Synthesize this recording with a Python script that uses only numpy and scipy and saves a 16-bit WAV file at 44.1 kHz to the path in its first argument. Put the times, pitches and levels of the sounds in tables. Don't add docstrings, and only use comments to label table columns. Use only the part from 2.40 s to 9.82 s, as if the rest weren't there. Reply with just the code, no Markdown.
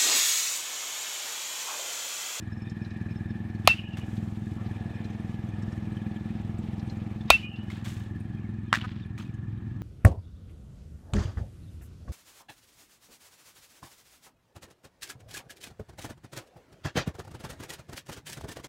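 import sys
import numpy as np
from scipy import signal
from scipy.fft import rfft, irfft
from scipy.io import wavfile

SR = 44100
rng = np.random.default_rng(int(sys.argv[2]) if len(sys.argv) > 2 else 0)


def generate_wav(signal):
    frames = np.transpose(np.atleast_2d(signal))
    scaled = np.clip(frames, -1, 1) * 32767
    pcm = np.round(scaled).astype(np.int16)
    wavfile.write(sys.argv[1], SR, pcm)


def gain_from_db(level_db):
    decades = np.asarray(level_db, float) / 20
    return 10 ** decades


N = 327222
TIME = np.arange(N) / SR


def rms_one(x):
    return x / np.sqrt(np.mean(x ** 2) + 1e-20)


def in_time(rows):
    s, *columns = np.transpose(rows)
    return [np.interp(TIME, s, c) for c in columns]


def drift(rate):
    pole = np.exp(-80 * np.pi * rate / SR)
    noise = rng.standard_normal(N // 40 + 2002)
    slow = signal.lfilter([1], [1, -2 * pole, pole * pole], noise)[2000:]
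    return np.interp(np.arange(N) / 40, np.arange(len(slow)), rms_one(slow - slow.mean()))


def ring(clicks, hz, t60):
    r, w = 1000 ** (-1 / (t60 * SR)), 2 * np.pi * hz / SR
    return signal.lfilter([0, np.sin(w)], [1, -2 * r * np.cos(w), r * r], clicks + 1e-18)


def coloured(spectrum, patchy_db=0, size=N):
    hz, level_db = np.transpose(spectrum)
    bins = np.maximum(np.arange(size // 2 + 1) * SR / size, 1)
    gain = gain_from_db(np.interp(np.log(bins), np.log(hz), level_db, -90, -90))
    shaped = rfft(rng.standard_normal(size)) * gain
    if not patchy_db:
        return rms_one(irfft(shaped, size))
    out, place = 0, 2 * np.log2(bins / hz[0])
    for k in range(int(2 * np.log2(hz[-1] / hz[0])) + 2):
        band = irfft(shaped * np.clip(1 - abs(place - k), 0, 1), size)
        out = out + band * gain_from_db(patchy_db * drift(22))
    return rms_one(out)


def add(track, s, sound):
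    i = round(s * SR)
    track[i:i + len(sound)] += sound[:N - i]


def tones(rows, wobble_db):
    out, wobble = np.zeros(N), gain_from_db(wobble_db * drift(60))
    for centre, half, hz, glide, db in rows:
        t = np.arange(-3 * half, 3 * half, 1 / SR)
        swell = np.exp(-.7 * abs(t / half) ** 3)
        phase = 2 * np.pi * (hz * t + glide * t ** 2 / 2)
        add(out, centre + t[0], gain_from_db(db) * swell * np.sin(phase))
    return out * wobble


# time_s, ahead_firings (of the even speed-up)
HUNTING = [(0, 0), (1.3, -.04), (2.2, .05), (2.8, -.06), (3.9, -.085), (5.2, .085), (6.2, .01), (7.0, .02),
           (7.42, .06)]


def firings():
    ahead, = in_time(HUNTING)
    rate_hz, speed_up_hz_per_s = 20.4, .12
    return .4 + rate_hz * TIME + speed_up_hz_per_s * TIME ** 2 / 2 + ahead


def clatter():
    count = firings() + .1
    jolt = count.astype(int)
    burst = rng.standard_normal(N) * np.exp(-(count % 1) / .1)
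    size_db = 4 * np.minimum(rng.exponential(1, 200), 2)
    modes = 0
    for hz in np.geomspace(2300, 13000, 15) * rng.uniform(.96, 1.04, 15):
        strength_db = size_db + rng.normal(0, 7, 200)
        mode = ring(burst * gain_from_db(strength_db)[jolt], hz, t60=.035)
        modes = modes + mode * (2300 / hz) ** 1.3
    return rms_one(modes)


# time_s, level_db
PASSING = [(0.0, -58.5), (0.6, -55.5), (1.0, -56), (1.67, -52), (2.04, -57), (2.21, -51), (2.97, -52.5),
           (3.26, -52), (3.57, -53), (3.9, -53.5), (4.51, -51.5), (4.85, -55), (5.7, -58.5), (6.08, -61.5),
           (6.61, -65), (7.42, -64)]
# pitch_hz, density_db (per Hz)
ROAR = [(330, -17), (450, -3.5), (620, -7.5), (780, -1), (920, -8), (1100, -25.5)]
TRAFFIC_HISS = [(600, -10), (900, -2.5), (1200, 2.5), (1500, -3.5), (2200, -19.5), (3200, -15)]
AIR = [(1180, -30), (2000, 2.5), (3550, -4), (4990, -12.5), (8700, -16.5), (10300, -23.5), (14500, -24),
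       (16000, -38)]


def surroundings():
    roar_db, = in_time(PASSING)
    throb_db = 0.6 * np.cos(2 * np.pi * (firings() + .16))
    hiss_db = -62.5 + .4 * (roar_db + 57.5)
    air_db = -66.5 + 0.69 * (roar_db + 55.5)
    roar = gain_from_db(roar_db - 1.6) * gain_from_db(throb_db / 2) * coloured(ROAR)
    hiss = gain_from_db(hiss_db + throb_db) * coloured(TRAFFIC_HISS, patchy_db=1.5)
    air = gain_from_db(throb_db + .9 * drift(70)) * coloured(AIR, patchy_db=1.6)
    return roar + hiss + gain_from_db(air_db + 3.5) * (air + gain_from_db(-9) * clatter())


# centre_s, half_width_s, pitch_hz, glide_hz_per_s, peak_db
CHIRPS = [
    (2.19, .025, 1130, 900, -55),
    (2.21, .04, 1350, 600, -58),
    (2.24, .035, 1220, -900, -56),
    (2.05, .025, 3620, -900, -67),
    (5.955, .025, 3250, -500, -64),
    (6.045, .028, 2300, -17000, -60),
    (6.305, .012, 3180, -9000, -64),
    (6.64, .012, 3500, -18000, -63),
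    (6.87, .018, 2530, -900, -61),
    (6.825, .008, 6350, 100, -64),
]


def chirps():
    return tones(CHIRPS, wobble_db=4)


# time_s, exhaust_db, upper_db (pipe mouth turned this way)
ENGINE = [(0.0, -42, -4), (0.35, -44.5, 2.5), (0.87, -41.5, 0.5), (1.5, -42, 1), (2.0, -42, 2),
          (2.3, -41, -1.5), (2.85, -44, 3), (3.24, -39.5, -1.5), (3.8, -46, 7.5), (4.13, -40.5, -1),
          (4.8, -43, 1.5), (5.35, -43, -0.5), (5.56, -41, -3.5), (6.49, -42, -2.5), (7.19, -39.5, -15),
          (7.42, -39, -16)]
# pitch_hz, level_db, t60_s
PIPE_LOW = [(61.3, -34, .12), (102.7, 8, 0.2), (130.2, 7, 0.12)]
PIPE_HIGH = [(172.5, 7.5, 0.073), (211.2, 1.5, 0.15), (297.5, -2.5, 0.055), (342, -19.5, 0.18)]
# pitch_hz, density_db (per Hz)
RUMBLE = [(25, -34), (40, 0.5), (100, 5.5), (220, 1), (360, -10), (470, -37.5), (600, -47.5)]


def exhaust(count):
    exhaust_db, upper_db = in_time(ENGINE)
    fired = np.append(0, np.diff(np.floor(count)))
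    low = sum(gain_from_db(db) * ring(fired * gain_from_db(.8 * drift(13)), hz, t60) for hz, db, t60 in PIPE_LOW)
    high = sum(gain_from_db(db) * ring(fired * gain_from_db(1.8 * drift(26)), hz, t60) for hz, db, t60 in PIPE_HIGH)
    puffs = rms_one(low) + gain_from_db(upper_db + 1.1) * rms_one(high)
    puffs = signal.sosfilt(signal.butter(8, 370, fs=SR, output="sos"), puffs)
    walls = [(.0095, 0.35), (0.02628, 0.17), (0.01807, 0.12)]   # delay_s, gain
    first, second, third = [gain * np.roll(puffs, round(s * SR)) for s, gain in walls]
    puffs = puffs + first + second + third
    hum = gain_from_db(-14) * np.sin(2 * np.pi * (5 * count + 0.34))
    return gain_from_db(exhaust_db + 3.0) * (puffs + gain_from_db(-3.5) * coloured(RUMBLE) + hum)


def rattle(count, hz, width, unevenness_db):
    strength_db = rng.normal(0, unevenness_db, 200)[np.rint(count).astype(int)]
    shaken = rng.standard_normal(N) * gain_from_db(strength_db + 3.5 * np.cos(2 * np.pi * count))
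    return rms_one(ring(ring(shaken, hz, 1.4 / width), hz, 1.4 / width))


# time_s, level_db
SHAKE = [(0.0, -51.5), (.68, -50), (1.2, -54), (1.6, -53.5), (1.96, -61), (2.54, -49), (2.9, -57.5),
         (3.64, -53), (4.13, -60.5), (5.6, -56.5), (7.42, -59.5)]
# pitch_hz, width_hz, level_db
CASING = [(1706, 73, 0.5), (1802, 90, -2.5)]
PANELS = [(2430, 130, -5), (3590, 110, -15), (4050, 110, -19), (5270, 70, -23)]


def casing(count):
    (_, upper_db), (whine_db,) = in_time(ENGINE), in_time(SHAKE)
    panels_db = -5.5 + .4 * upper_db + drift(1.3)
    panels = sum(gain_from_db(db) * rattle(count, hz, width, unevenness_db=4) for hz, width, db in PANELS)
    whine = sum(gain_from_db(db - 3) * rattle(count, hz, width, unevenness_db=1.5) for hz, width, db in CASING)
    return gain_from_db(whine_db - 3.0) * (whine + gain_from_db(panels_db) * panels)


def engine():
    count = firings() + .16 + .006 * drift(12.0)
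    return exhaust(count) + casing(count)


# start_s, peak_db
SQUEAKS = [
    (0.0204, -64),
    (0.1186, -61),
    (0.169, -64),
    (0.2179, -57.5),
    (0.297, -64),
    (0.4219, -61),
    (0.7073, -65),
    (0.7622, -59),
]


def squeaks():
    half_s, pitch_hz = 0.0101, 5270
    return tones([(s + half_s, half_s, pitch_hz, 0., db - 4) for s, db in SQUEAKS], wobble_db=4.5)


# start_s, peak_db, pitch_hz
TICKS = [(0.296, -48, 5300), (0.4456, -47, 3980), (0.504, -49, 3960), (0.5621, -53, 3500),
         (0.9017, -58, 3500), (1.5294, -51, 3530), (1.766, -45, 3400), (1.869, -62, 4240),
         (2.2647, -52, 3980), (2.643, -46.5, 4060), (3.2214, -50, 5460), (3.3205, -53, 5440),
         (3.7116, -53, 3480), (3.991, -55, 3670), (4.183, -54.5, 7700), (4.393, -47, 4100),
         (4.4957, -42, 4160), (4.808, -45, 3510), (5.1586, -46, 3520), (5.3981, -62.5, 3850),
         (5.8007, -55.5, 8900), (6.9394, -56.5, 6500),
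         (1.2512, -47, 3500),
    (1.2518, -52, 9000),
    (4.879, -47, 3700),
]


def ticks():
    out, t = np.zeros(N), TIME[:2048]
    envelope = np.exp(-t / .009) * (1 - np.exp(-t / .002))
    for s, db, hz in TICKS:
        colour = [(hz / 2, -24), (hz / 1.05, -14), (hz, 0), (hz * 1.05, -14), (hz * 1.4, -16), (hz * 2, -34)]
        add(out, s, gain_from_db(db - 3) * coloured(colour, size=len(t)) * envelope)
    return out


# start_s, length_s, mesh_db, cords_db, fade_db (over the length)
SWAYS = [
    (1.566, 0.075, -42, -49, 18),
    (1.652, 0.53, -63, -63, 3.5),
    (5.295, 0.15, -42, -54, 16),
    (5.44, 0.29, -41, -45, 25.5),
    (6.34, 0.076, -26.5, -43, 22),
    (6.397, 0.28, -45, -67.5, 14),
    (6.775, 0.17, -43, -53, 28),
]
# pitch_hz, density_db (per Hz)
MESH = [(500, -8), (1000, -5), (2000, -3.5), (3500, -3), (5500, -18), (8000, -36)]
CORDS = [(4000, -9), (6000, -2), (7500, -1.5), (10000, -9.5), (16000, -14)]


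def net():
    mesh, cords = np.zeros((2, N))
    for s, length, mesh_db, cords_db, fade_db in SWAYS:
        t = TIME[:round(length * SR)]
        edges = np.clip(np.minimum(t / 0.0089, (length - t) / 0.025), 0, 1)
        sway = gain_from_db(-fade_db * t / length) * edges
        add(mesh, s, gain_from_db(mesh_db) * sway)
        add(cords, s, gain_from_db(cords_db) * sway ** 1.17)
    mesh = gain_from_db(-6.5 + 3.5 * drift(120)) * mesh * coloured(MESH)
    return mesh + gain_from_db(-5 + 2.5 * drift(90)) * cords * coloured(CORDS)


# start_s, peak_db, pitch_hz, t60_s, puff_db
KNOCKS = [(1.571, -41, 1620, 0.013, 2), (5.302, -34, 2140, 0.031, -2.5), (5.45, -52, 1450, .012, -5),
          (6.3281, -10.5, 2820, 0.0074, -1.5), (6.3287, 3, 1320, 0.0043, -16),
          (6.3324, -18, 1400, 0.007, -12), (6.3364, -21, 1570, 0.012, -12),
          (6.339, -18.5, 1520, 0.011, -0.5), (6.3482, -18.5, 1800, 0.006, -2),
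          (6.355, -16.5, 1740, 0.008, -4), (6.364, -21, 2700, 0.0073, -9), (6.3718, -27, 1690, 0.005, -3),
          (6.384, -40, 2500, .006, -6), (6.398, -39, 1480, 0.006, -3), (6.4143, -25, 2970, 0.0089, -9.5),
          (6.779, -36.5, 2400, 0.016, -6), (6.789, -40, 1240, 0.03, -8), (6.797, -39, 2500, .015, -4),
          (6.809, -41, 1290, .02, -8)]
# pitch_hz, density_db (per Hz)
NET_PUFF = [(500, -20), (900, 3), (1750, 10), (3000, 2.5), (6650, -10), (10000, -18.5), (16000, -31.5)]


def knocks():
    out, t = np.zeros(N), TIME[:4096]
    skips = [(6.4392 + k * .004, -20 - 1.1 * (k - 2.4) ** 2, 1300, .005, -20) for k in range(6)]
    for s, db, hz, t60, puff_db in [*KNOCKS, *skips]:
        thud = ring(1. * (t == 0), hz, max(t60, .002))
        puff = gain_from_db(puff_db) * coloured(NET_PUFF, size=len(t)) * np.exp(-t / .002)
        add(out, s, gain_from_db(db) * (thud + puff) * (1 - np.exp(-t / .0003)))
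    return out


HIT_S = [1.2747, 4.9026]
# delay_s (after contact), peak_db, lobe_db (re peak), echo_db, stretch (of echo delays)
SWINGS = [
    (.0343, -17, -13.5, -2.5, 1.03),
    (0.044, -15, -36, 4, .97),
]
# delay_s (after contact), half_width_s, pitch_hz, glide_hz_per_s, level_db
RETURNS = [
    (.094, 0.015, 2940, -300, -43),
    (0.13, .016, 2950, -300, -44),
    (0.154, 0.029, 2460, 902, -40),
    (.2, 0.037, 2870, -300, -46),
    (.254, .02, 2750, 598, -43),
    (.325, 0.066, 2940, 300, -53),
]


def beams():
    direct, returns = [], []
    barrel_hz = 2683
    for s, (delay, db, lobe_db, echo_db, stretch) in zip(HIT_S, SWINGS):
        direct.append((s + delay, .0165, barrel_hz, 0., db))
        direct.append((s + delay + .0275, .007, barrel_hz + 20, 0., db + lobe_db))
        for late, half, hz, glide, level_db in RETURNS:
            returns.append((s + stretch * late, half, hz, glide, level_db + echo_db))
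    wavering = tones(returns, wobble_db=0) * (1 + .7 * drift(50))
    return tones(direct, wobble_db=1.2) + gain_from_db(-8) * wavering


# about_s, peak_db, crack_db, tail_db (echoes), thump_db
HITS = [
    (1.2746, -6, 12, -20.5, -19),
    (4.9024, -5, 14, -20, -13.5),
]
# pitch_hz, level_db, t60_s
BAT = [
    [(870, -3, 0.021), (1120, -23.5, 0.018), (1970, -13, 0.0081), (2460, 0, 0.027), (2807, -13.5, 0.085),
     (2880, -3.5, 0.012), (3800, -10.5, 0.033), (4140, -9.5, 0.034)],
    [(526, -22, 0.057), (1400, -3.5, 0.025), (2082, -5.5, 0.01), (2470, 2, 0.039), (2675, -10.5, 0.13),
     (3370, 5.5, 0.0081), (3723, -4, 0.039), (4070, -13.5, 0.033)],
]
# pitch_hz, level_db
BALL = [(700, 4.5), (1140, 3.5)]
# pitch_hz, density_db (per Hz)
CRACK = [(400, -13.5), (1500, -11), (2700, 4), (4500, -4.5), (6000, -8.5), (8000, -14.5), (12000, -20),
         (16500, -27.5)]
TAIL = [(300, -21.5), (600, -7), (1500, -3.5), (2600, 4), (4300, -5), (6000, -12.5), (16000, -29)]
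SMEAR = [(2300, -30), (2500, -8), (2780, -6), (2920, 0), (3050, -8), (3300, -30)]
SWISH = [(500, -20), (1000, -3), (2800, 0), (4000, -15), (9000, -28)]


def bat():
    out, t = np.zeros(N), TIME[:16384]
    click = 1. * (t == 0)
    near_echoes = np.exp(-t / 0.022) / (1 + np.exp((t - .07) / .004))
    far_echoes = np.exp(-t / 0.065) / (1 + np.exp((t - .16) / 0.0062))
    for s, (_, peak_db, crack_db, tail_db, thump_db), modes in zip(HIT_S, HITS, BAT):
        body = sum(gain_from_db(db + 1.5) * ring(click, hz, t60) for hz, db, t60 in modes)
        body = body * (1 - np.exp(-t / .001))
        pop = sum(gain_from_db(db) * np.sin(2 * np.pi * hz * t) for hz, db in BALL)
        pop = pop * np.exp(-((t - .0024) / .0017) ** 2)
        crack_decay = np.exp(-t / .0007) + .07 * np.exp(-t / .005)
        crack = gain_from_db(crack_db) * coloured(CRACK, size=len(t)) * crack_decay
        tail = gain_from_db(tail_db) * coloured(TAIL, size=len(t)) * (near_echoes + gain_from_db(-12) * far_echoes)
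        smear_level = gain_from_db(-39.5 + 4 * drift(25)[:len(t)])
        smear = smear_level * coloured(SMEAR, size=len(t)) * np.exp(-t / 0.17)
        thump = gain_from_db(thump_db) * ring(click, 69.0, 0.13)
        add(out, s, gain_from_db(peak_db) * (body + pop + crack + tail + smear + thump))
        swish = gain_from_db(-43) * coloured(SWISH, size=2048) * np.exp(-t[2047::-1] / .011)
        add(out, s - 2048 / SR, swish)
    return out


def ducking():
    drop_db, hold_s, recover_s = -3, 0.24, 0.04
    late = TIME - np.array(HIT_S)[:, None]
    recovery = np.exp(-np.maximum(late - hold_s, 0) / recover_s)
    return gain_from_db(drop_db * np.sum((late > 0) * recovery, axis=0))


def scene():
    background = ducking() * (surroundings() + engine())
    near = ticks() + net() + knocks() + beams() + bat()
    return (background + chirps() + squeaks() + near)[None]


def roll_off(x):
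    return signal.sosfilt(signal.butter(12, 16830, fs=SR, output="sos"), x)


def record(dry):
    thin = signal.sosfilt(signal.butter(2, 65, "high", fs=SR, output="sos"), dry)
    overload = .65
    clipped = overload * thin / (overload ** 6 + thin ** 6) ** (1 / 6)
    limited = signal.sosfilt(signal.cheby2(10, 60, 17000, fs=SR, output="sos"), clipped)
    mix = np.clip(limited, -.76, .76)
    return roll_off(mix)


dry = scene()
out = record(dry)
generate_wav(out)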